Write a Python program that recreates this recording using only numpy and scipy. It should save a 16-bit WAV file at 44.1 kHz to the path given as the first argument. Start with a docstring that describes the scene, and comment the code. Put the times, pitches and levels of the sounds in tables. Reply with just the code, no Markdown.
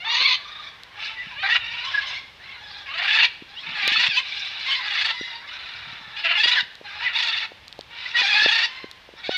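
"""A clipped call from further off, then at once a shrill macaw squawk close to the microphone.
We are at an outdoor wire aviary: loud rasping birds nearby, distant ones calling in between.
Each call is an arch of level and pitch from the syrinx, breaking into period doubling and chaos,
and often ending in a fast stutter of air pressure. Soft knocks on the camera body, a few sharp
ticks and the wings of a passing bird sound over quiet open air and a low rumble."""
import sys
import numpy as np
from scipy import signal
from scipy.fft import rfft, irfft, next_fast_len
from scipy.io import wavfile
from scipy.ndimage import uniform_filter1d

SR = 44100
rng = np.random.default_rng(int(sys.argv[2]) if len(sys.argv) > 2 else 0)


def file_out(sig):
    """Save sig as 16-bit WAV at sys.argv[1]."""
    # one column per channel
    cols = np.atleast_2d(sig).T
    # limit, then scale
    lim = np.clip(cols, -1, 1)
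    pcm = np.round(lim * 32767).astype(np.int16)
    wavfile.write(sys.argv[1], SR, pcm)


N = 413216
TIME = np.arange(N) / SR

# Calls far from the microphone and close to it. Each row: start in seconds, length in seconds,
# relative level in dB at start, middle and end, pitch in Hz at start, middle and end,
# roughness from 0 to 1, share below 2.1 kHz in dB, share above 3.3 kHz in dB.
FAR_CALLS = [ (0, 0.029, -19, -30, -32.5, 693, 700, 744.5, 0, -6.5, -9.5),
             (0.352, 0.33, -43, -37.5, -36.5, 1122, 1185, 1153, 0.35, -3.5, -2),
             (0.718, 0.219, -46, -52.5, -45, 1085, 1020, 1052, 0.54, 1.5, -16),
             (0.934, 0.2, -48.5, -28, -37, 876.1, 850, 893, 0.57, -8.5, -4.5),
             (1.150, 0.19, -41.5, -37, -36.5, 975, 890, 827, 0.55, -6, -7),
             (1.593, .250, -30, -29.5, -28, 920, 920, 1019, 0.47, -8, -6.5),
             (1.836, 0.19, -24.5, -27, -30.5, 1012, 1030, 850, .52, -7, -4),
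             (2.000, 0.17, -31, -27.5, -29, 1035, 1070, 1101, 0.38, -7.5, -3.5),
             (2.387, .200, -46.5, -37.5, -41, 817, 1070, 951.2, 0.49, -4.5, -5.5),
             (2.592, 0.23, -40, -37, -36, 859, 820, 821, .4, -5.5, -2),
             (3.470, 0.14, -43, -41.5, -36, 796, 860, 1054, 0.4, -5.5, -2.5),
             (3.619, 0.19, -35.5, -29.5, -41, 860, 860, 838.4, 0.89, -8, -5.5),
             (4.198, 0.2855, -34.5, -28, -28, 808, 800, 795.6, .65, -12.5, -2.4),
             (4.488, 0.1935, -36, -29, -29.5, 795.5, 860, 784, 0.79, -10, -2.8),
             (5.111, 0.26, -32, -32, -33.5, 1018, 959, 942, 0.27, -6.5, -2.5),
             (5.386, .070, -44.5, -40.5, -40, 942, 1060, 1180, 0.36, -0.5, -9),
             (5.462, .520, -33.5, -34.5, -36.5, 983, 940, 901, 0.83, -6, -4),
             (5.996, 0.3, -40, -37, -34.5, 895.8, 880, 897, 0.58, -3.5, -4.5),
             (6.836, 0.21, -34.5, -33.5, -30.5, 840.6, 820, 847, 0.55, -4, -5.5),
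             (7.894, 0.23, -43.5, -32, -32.5, 887, 980, 933, 0.64, -8.5, -3.5),
             (8.661, 0.18, -38, -35.5, -39, 1000, 1040, 1029, 0.2, -4.5, -6),
             (9.153, 0.079, -51, -38.5, -47, 910, 910, 904, .65, -4, -3)]
NEAR_SQUAWKS = [ (0.037, 0.12, -29.5, -22, -20, 784, 930, 915, 0.19, -6.5, -3),
                (.135, 0.22, -23, -16, -18, 929.6, 1066, 977, .5, -11.5, -2),
                (1.351, 0.079, -38, -32, -24.5, 537, 580, 680, 0.13, -6.5, -9.5),
                (1.421, .145, -21.5, -20.5, -13, 718.6, 846, 944, 0.55, -2, -8.5),
                (2.854, 0.12, -34.5, -31, -25.5, 610, 585, 698, 0.31, -5, -9.5),
                (2.966, 0.29, -25.5, -18, -13.5, 639.2, 820, 930, .6, -6, -6),
                (3.739, 0.34, -29, -18.5, -18, 855, 810, 1053, .55, -7.5, -4.5),
                (4.082, 0.091, -21, -23.5, -20, 950, 805, 826, 0.33, -11.5, -3.5),
                (4.158, 0.0471, -19, -17, -20, 992, 1020, 1056, 0.26, -11.5, -4.5),
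                (4.655, 0.1582, -26.5, -22.5, -30, 1014, 1060, 970, 0.41, -6, -3),
                (4.794, .320, -31, -22.5, -21.5, 812.6, 803, 884.6, 0.78, -6, -4),
                (6.159, 0.1, -26, -31, -26, 805, 860, 805, .55, -11, -4.5),
                (6.237, 0.14, -18.5, -19, -19.5, 675, 654, 699, 0.62, -5.5, -10.5),
                (6.371, .181, -18, -17, -18.5, 801.5, 930, 928.7, .45, -8.5, -3),
                (6.542, 0.0664, -14, -20, -16.5, 932, 990, 1023, 0.46, -4, -4.5),
                (6.995, 0.14, -32, -24.5, -36, 937, 970, 918, 0.72, -6, -8),
                (7.128, 0.33, -21.5, -22, -27.5, 937, 901, 861, 0.57, -8, -3),
                (8.132, 0.092, -32.5, -17, -19, 918, 980, 917, 0.65, -6.5, -4.5),
                (8.219, 0.44, -19.5, -16.5, -19.5, 815, 850, 911.6, .4, -7, -3.5),
                (9.227, 0.079, -34, -30.5, -34, 820, 770, 970, 0.47, -8, -2),
                (9.300, 0.071, -26, -24.5, -22.5, 673, 757, 713, .17, -7, -3.5)]
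# Throat and beak colour of the distant birds, the shrill opening squawks and the fuller ones after.
# Each row: frequency in Hz, gain in dB.
FAR_THROAT = [(260, -62), (450, -43.5), (612, -15.5), (1000, -13), (1480, -8.5), (1560, -6.5), (1690, -6.5),
              (1830, -6.5), (2040, -7.5), (2390, -5.5), (4030, -5.5), (4430, -20), (5130, -19),
              (6620, -40.5), (11000, -66.5), (14300, -84), (22000, -120)]
SHRILL_THROAT = [(290, -61.5), (500, -20), (773, -15), (1020, -6.5), (1210, -0.5), (1370, -15),
                 (1900, -3.5), (2060, 0.5), (2530, 2.5), (4310, -4), (5140, -25.5), (6400, -29.5),
                 (8070, -80), (13000, -61)]
FULL_THROAT = [(260, -62), (450, -31), (600, -18), (823, -15), (1130, -14.5), (1670, -6.5), (1920, -0.5),
               (2190, -4), (2530, 4), (2920, 3), (4060, -6), (4830, -15.5), (7440, -43), (14000, -69.5)]
# Stutters, where a bird's air pressure drops at a steady beat.
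# Each row: first drop in seconds, last drop in seconds, period in seconds, nominal depth in dB.
STUTTERS = [(0.197, .312, 0.036, 3), (0.433, .661, 0.037, 8.5), (1.418, 1.536, 0.064, 6.5),
            (1.7, 1.822, 0.064, 4), (1.865, 2.003, .0342, 6.5), (2.931, 2.967, .0363, 8),
            (3.012, 3.069, .028, 9.5), (3.182, 3.218, 0.0362, 7.5), (3.914, 4.086, 0.035, 6.5),
            (4.308, 4.491, 0.044, 3.5), (4.899, 5.039, .0348, 6.5), (5.037, 5.076, 0.039, 11.5),
            (5.465, 5.508, 0.039, 8), (5.583, 5.856, 0.032, 9), (6.228, 6.343, 0.057, 9),
            (6.425, 6.547, 0.041, 11), (7.145, 7.255, .036, 8.5), (7.318, 7.398, .0395, 8),
            (8.473, 8.612, .0345, 9)]
# Echoes off ground, perches and shelter. Each row: delay in seconds, relative level in dB.
EARLY_ECHOES = [(.0043, -19.5), (0.0121, -10), (.021, -19.5), (0.032, -16.5)]
# Colour of the open air around the aviary. 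Each row: frequency in Hz, gain in dB.
AIR_COLOUR = [(15, -43), (25, -9), (77, -1), (260, -9.5), (433, -8), (703, -7.5), (848, -4), (1380, -8),
              (1660, -4.5), (2850, -4), (3720, -5.5), (5140, -15), (7500, -30.5), (13900, -40),
              (15500, -46.5)]
# Course of the low outdoor rumble. Each row: time in seconds, relative level in dB.
RUMBLE_LEVELS = [(0, -69), (1.1, -61), (1.3, -53.5), (3, -63.5), (5, -69), (5.9, -59), (6.5, -65.5),
                 (8, -61.5), (8.8, -70), (9.36, -67)]
# Knocks on the camera body. Each row: centre in seconds, envelope peak in dB, pitch in Hz.
BODY_KNOCKS = [(0.216, -31, 504), (1.271, -37, 165), (3.424, -30.5, 291), (3.878, -20, 503),
               (3.92, -32, 256), (4.089, -34.5, 152.5), (5.213, -24, 334), (5.877, -40.5, 145),
               (5.931, -42, 188), (6.014, -43, 188), (6.08, -42.5, 162), (6.438, -36.5, 382.4),
               (6.459, -27, 472), (6.631, -41, 161.4), (6.814, -29.5, 495), (7.52, -29.5, 536),
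               (7.792, -22.5, 560), (8.217, -31, 437), (8.426, -31, 435), (8.462, -11, 518),
               (8.844, -23.5, 367), (9.091, -33.5, 484), (9.139, -34.5, 410), (9.2937, -9.5, 516)]
# Sharp ticks. Each row: start in seconds, relative level in dB.
SHARP_TICKS = [(0.8349, -25), (3.8782, -3), (6.754, -26), (7.681, -23), (7.727, -23.5), (7.7907, -24),
               (7.81, -20), (8.9135, -17)]
# Colour of a tick. Each row: frequency in Hz, gain in dB.
TICK_COLOUR = [(1000, -45), (2000, -17), (3300, 6), (4200, 8.5), (5500, -6), (8000, -21), (15000, -43.5)]
# Whistled accents close by. Each row: centre in seconds, width in seconds, pitch in Hz,
# glide in octaves per second, relative level in dB.
WHISTLES = [(1.204, 0.047, 1986, 0, -34), (1.334, 0.031, 970, -5.5, -45.5), (1.501, 0.022, 1860, -1, -31),
            (1.952, 0.015, 1673, 0, -22), (1.984, 0.014, 1701, -1.5, -22), (3.187, 0.0235, 1712, -2.5, -25),
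            (3.228, 0.022, 2720, -1.5, -20.5), (3.582, 0.027, 3060, 6, -37), (4.18, 0.013, 2540, -3.5, -20),
            (4.724, 0.033, 3066, -1, -25), (5.209, 0.18, 2025, 0.1, -38), (6.581, 0.024, 1694, -7, -21.5),
            (7.069, 0.016, 1972, -5.5, -21.5), (8.064, 0.0106, 2036, 1, -30), (8.165, 0.022, 1900, 0, -23),
            (8.352, 0.055, 2480, 2.5, -23.5), (8.408, 0.06, 1695, 0.5, -22.5)]
# Downstrokes of a bird flying past the microphone. Each row: centre in seconds, level in dB.
WING_BEATS = [(3.225, -53), (3.69, -48.5), (3.735, -52), (3.85, -45), (3.995, -49)]


def from_db(db):
    """Decibels to gain."""
    return 10 ** (np.asarray(db) / 20)


def unit_power(x):
    """Scale to unit power."""
    return x / np.sqrt(np.mean(x ** 2) + 1e-20)


def hold_level(x, window_s=0.035):
    """Hold the short-term power at one."""
    return x / np.sqrt(np.abs(uniform_filter1d(x * x, int(window_s * SR))) + 1e-14)


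def cut(x, hz, kind, order=2):
    """Butterworth filter."""
    return signal.sosfilt(signal.butter(order, hz, kind, fs=SR, output="sos"), x)


def wander(hz, size):
    """Random motion up to a given rate, spread about 1."""
    place = np.arange(size) * 2 * hz / SR
    points = rng.standard_normal(size // 16 + 2)
    return np.sqrt(3 / 2) * np.interp(place, np.arange(len(points)), points)


def colour(x, spectrum):
    """Shape a sound by a spectrum on a log-frequency axis."""
    hz, db = np.transpose(spectrum)
    size = next_fast_len(len(x) + 2048)
    bin_hz = np.maximum(np.arange(size // 2 + 1) * SR / size, 1)
    gain = from_db(np.interp(np.log(bin_hz), np.log(hz), db))
    return irfft(rfft(x, size) * gain, size)[:len(x)]


def arch(progress, first, middle, last):
    """A smooth bow through three values as progress runs from 0 to 1."""
    bow = 2 * (2 * middle - first - last)
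    return first + (last - first) * progress + bow * progress * (1 - progress)


def syrinx(pitch, chaos, pressure_db, sway, jitter, waver, rasp, uneven_db, bend_per_db=0.01116):
    """Harmonics of vibrating membranes; alternate cycles differ, and chaos shakes timing and strength."""
    size, doubling = len(pitch), 1.06 * chaos
    shake = waver * wander(55, size) + jitter * wander(260, size)
    shaken_hz = pitch * (1 + bend_per_db * pressure_db + sway * wander(22, size) + chaos * shake)
    phase = 2 * np.pi * np.cumsum(shaken_hz) / SR
    tone = np.zeros(size)
    for k in range(1, 14):
        # each harmonic swells on its own; period doubling puts a line halfway below it
        tone += from_db(uneven_db * wander(28.17, size)) * np.cos(k * phase)
        tone += doubling * from_db(uneven_db * wander(45.3, size)) * np.cos((k - 0.5) * phase)
    # air escapes in puffs, once a doubled cycle
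    puffs = unit_power(rng.standard_normal(size) * (1 + 0.54 * np.cos(phase / 2)))
    flutter = from_db(1.5 * chaos * wander(260, size))
    return (unit_power(tone) + rasp * (0.332 + chaos) * puffs) * flutter


def beak(voice, effort_db, dark_db, bright_db, strain_db):
    """Effort opens the beak from dark to bright; a straining bird adds a screeching top edge."""
    dark = from_db(dark_db - 0.535 * effort_db)
    bright = from_db(bright_db + 0.25 * effort_db)
    middle = np.sqrt(np.clip(1 - dark ** 2 - bright ** 2, 0.06, 1))
    screech = from_db(np.clip(0.18 * strain_db, -6, 7)) * cut(voice, 4400, "high", order=10)
    lows = cut(voice, 2107, "low", order=10)
    mids = cut(voice, [2200, 3100], "band", order=5)
    highs = cut(voice, [3300, 4450], "band", order=5) + screech
    return dark * hold_level(lows) + middle * hold_level(mids) + bright * hold_level(highs)


def macaw_call(row, throat, pressure_db, attack_s, release_s, strain_from_db, break_s=0.071, **membranes):
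    """One call through syrinx, throat and beak: level and pitch arch as the note breaks into rasp."""
    start, length_s, first_db, middle_db, last_db, *pitches_hz, roughness, dark_db, bright_db = row
    span = slice(int(start * SR), min(int((start + length_s + 0.06) * SR), N))
    t, out = TIME[span] - start, np.zeros(N)
    progress = np.clip(t / length_s, 0, 1)
    level_db = arch(progress, first_db, middle_db, last_db)
    pitch = arch(progress, *pitches_hz)
    breaking = np.interp(t, [0, break_s], [0.587, 1])
    settling = 1 - 0.09 * pressure_db[span]  # the note is clearest in the middle of a syllable
    chaos = np.clip(roughness * breaking * settling, 0, 1)
    voice = syrinx(pitch, chaos, pressure_db[span], **membranes)
    voice = cut(colour(voice, throat), 620, "high", order=3)
    effort_db = level_db - middle_db
    voice = beak(voice, effort_db, dark_db, bright_db, strain_db=level_db + bright_db - strain_from_db)
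    gate = np.clip(t / attack_s, 0, 1) * np.exp(-np.maximum(t - length_s, 0) / release_s)
    out[span] = voice * gate * from_db(level_db + pressure_db[span])
    return out


def aviary(x, echo_db, scatter_db, tail_db, scatter_t60_s=0.051, tail_t60_s=0.6):
    """The microphone hears the bird, early echoes, scatter off frame and branches, a dull tree tail."""
    t = TIME[:SR]
    decay = from_db(scatter_db - 60 * t / scatter_t60_s) + from_db(tail_db - 60 * t / tail_t60_s)
    build_up = np.clip(t / 0.0057, 0, 1)
    response = unit_power(cut(rng.standard_normal(SR), 5500, "low")) * decay * build_up
    response[0] += 1  # the direct path
    for delay_s, db in EARLY_ECHOES:
        response[int(delay_s * SR)] += from_db(db + echo_db)
    return signal.fftconvolve(x, response / np.sqrt(np.sum(response ** 2)))[:N]


def outdoors(air_db=-49.5, hiss_db=-74, rumble_trim_db=-4, swing_db=3.0):
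    """The bed of the place: steady distant air, an uneven low rumble and faint hiss."""
    air = from_db(air_db) * unit_power(colour(rng.standard_normal(N), AIR_COLOUR))
    rumble_db = np.interp(TIME, *np.transpose(RUMBLE_LEVELS)) + rumble_trim_db + swing_db * wander(2.7, N)
    rumble = from_db(rumble_db) * unit_power(cut(rng.standard_normal(N), [52, 130], "band"))
    return air + rumble + from_db(hiss_db) * rng.standard_normal(N)


def stutter_pressure(fade_s=0.0078, burst_s=0.004426):
    """Air pressure in dB: it fades between the syllables of a stutter, bursts back and overshoots."""
    dips = np.zeros(N)
    for first, last, period_s, depth_db in STUTTERS:
        drops = round((last - first) / period_s) + 1
        for drop_s in first + period_s * np.arange(drops):
            span = slice(int((drop_s - 0.05) * SR), int((drop_s + 0.05) * SR))
            t = TIME[span] - drop_s - (fade_s - burst_s)
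            width_s = np.where(t < 0, fade_s, burst_s)
            dips[span] -= depth_db * np.exp(-0.5 * (t / width_s) ** 2)
    return dips - uniform_filter1d(dips, int(0.075 * SR))


def camera_knocks(width_cycles=0.47):
    """Right at the microphone, each knock swings the damped camera body for about two cycles."""
    out = np.zeros(N)
    for centre_s, db, hz in BODY_KNOCKS:
        span = slice(int((centre_s - 0.03) * SR), int((centre_s + 0.03) * SR))
        cycles = (TIME[span] - centre_s) * hz
        out[span] += from_db(db) * np.sin(2 * np.pi * cycles) / np.cosh(cycles / width_cycles) ** 2
    return out


def ticks(decay_s=0.00096, gain_db=-6, crack_db=-21, hardening=0.67):
    """Dry, bright snaps that die in a few milliseconds; harder ones crack to the top of the treble."""
    out, t = np.zeros(N), TIME[:SR // 50]
    for start, db in SHARP_TICKS:
        snap = unit_power(colour(rng.standard_normal(len(t)), TICK_COLOUR))
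        crack = from_db(crack_db + hardening * db) * rng.standard_normal(len(t))
        at = int(start * SR)
        out[at:at + len(t)] += from_db(db + gain_db) * (snap + crack) * np.exp(-t / decay_s)
    return out


def whistles(waver=0.0213):
    """Short, nearly pure notes above the rasp, as when a harmonic locks onto a throat resonance."""
    out = np.zeros(N)
    for centre_s, width_s, hz, glide, db in WHISTLES:
        span = slice(int((centre_s - 2 * width_s) * SR), int((centre_s + 2 * width_s) * SR))
        t = TIME[span] - centre_s
        pitch = hz * 2 ** (glide * t) * (1 + waver * wander(120, len(t)))
        swell = from_db(db) * np.exp(-2 * (t / width_s) ** 2)
        out[span] += swell * np.sqrt(2) * np.sin(2 * np.pi * np.cumsum(pitch) / SR)
    return out


def wings(width_s=0.021):
    """Each downstroke of a passing bird pushes a low puff of air at the microphone."""
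    strokes = sum(from_db(db) * np.exp(-np.minimum(((TIME - centre_s) / width_s) ** 2, 50))
                  for centre_s, db in WING_BEATS)
    return strokes * unit_power(cut(rng.standard_normal(N), [130, 260], "band"))


def scene(shrill_until_s=0.3):
    """One microphone at the aviary: near macaws fairly dry, far ones with more tail, small noises."""
    pressure_db = stutter_pressure()
    near = sum(macaw_call(row, SHRILL_THROAT if row[0] < shrill_until_s else FULL_THROAT, pressure_db,
                          attack_s=0.013, release_s=0.0043, strain_from_db=-23,
                          sway=0.0239, jitter=0.0527, waver=0.0402, rasp=0.96, uneven_db=5.0)
               for row in NEAR_SQUAWKS)
    far = sum(macaw_call(row, FAR_THROAT, pressure_db,
                         attack_s=0.02, release_s=0.024, strain_from_db=-37.5,
                         sway=0.00806, jitter=0.0544, waver=0.055, rasp=0.965, uneven_db=5.5)
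              for row in FAR_CALLS)
    near = aviary(near + from_db(4.5) * whistles(), echo_db=-2, scatter_db=-41, tail_db=-53.5)
    far = aviary(far, echo_db=-8, scatter_db=-38, tail_db=-44)
    birds = from_db(-1.13) * near + from_db(-3) * far
    return (birds + camera_knocks() + ticks() + wings() + outdoors())[None]


def record(dry, cutoff_hz=15400):
    """A steep low-pass takes off the very top of the treble."""
    return signal.sosfilt(signal.ellip(10, 0.1, 80, cutoff_hz, fs=SR, output="sos"), dry)


dry = scene()
out = record(dry)
file_out(out)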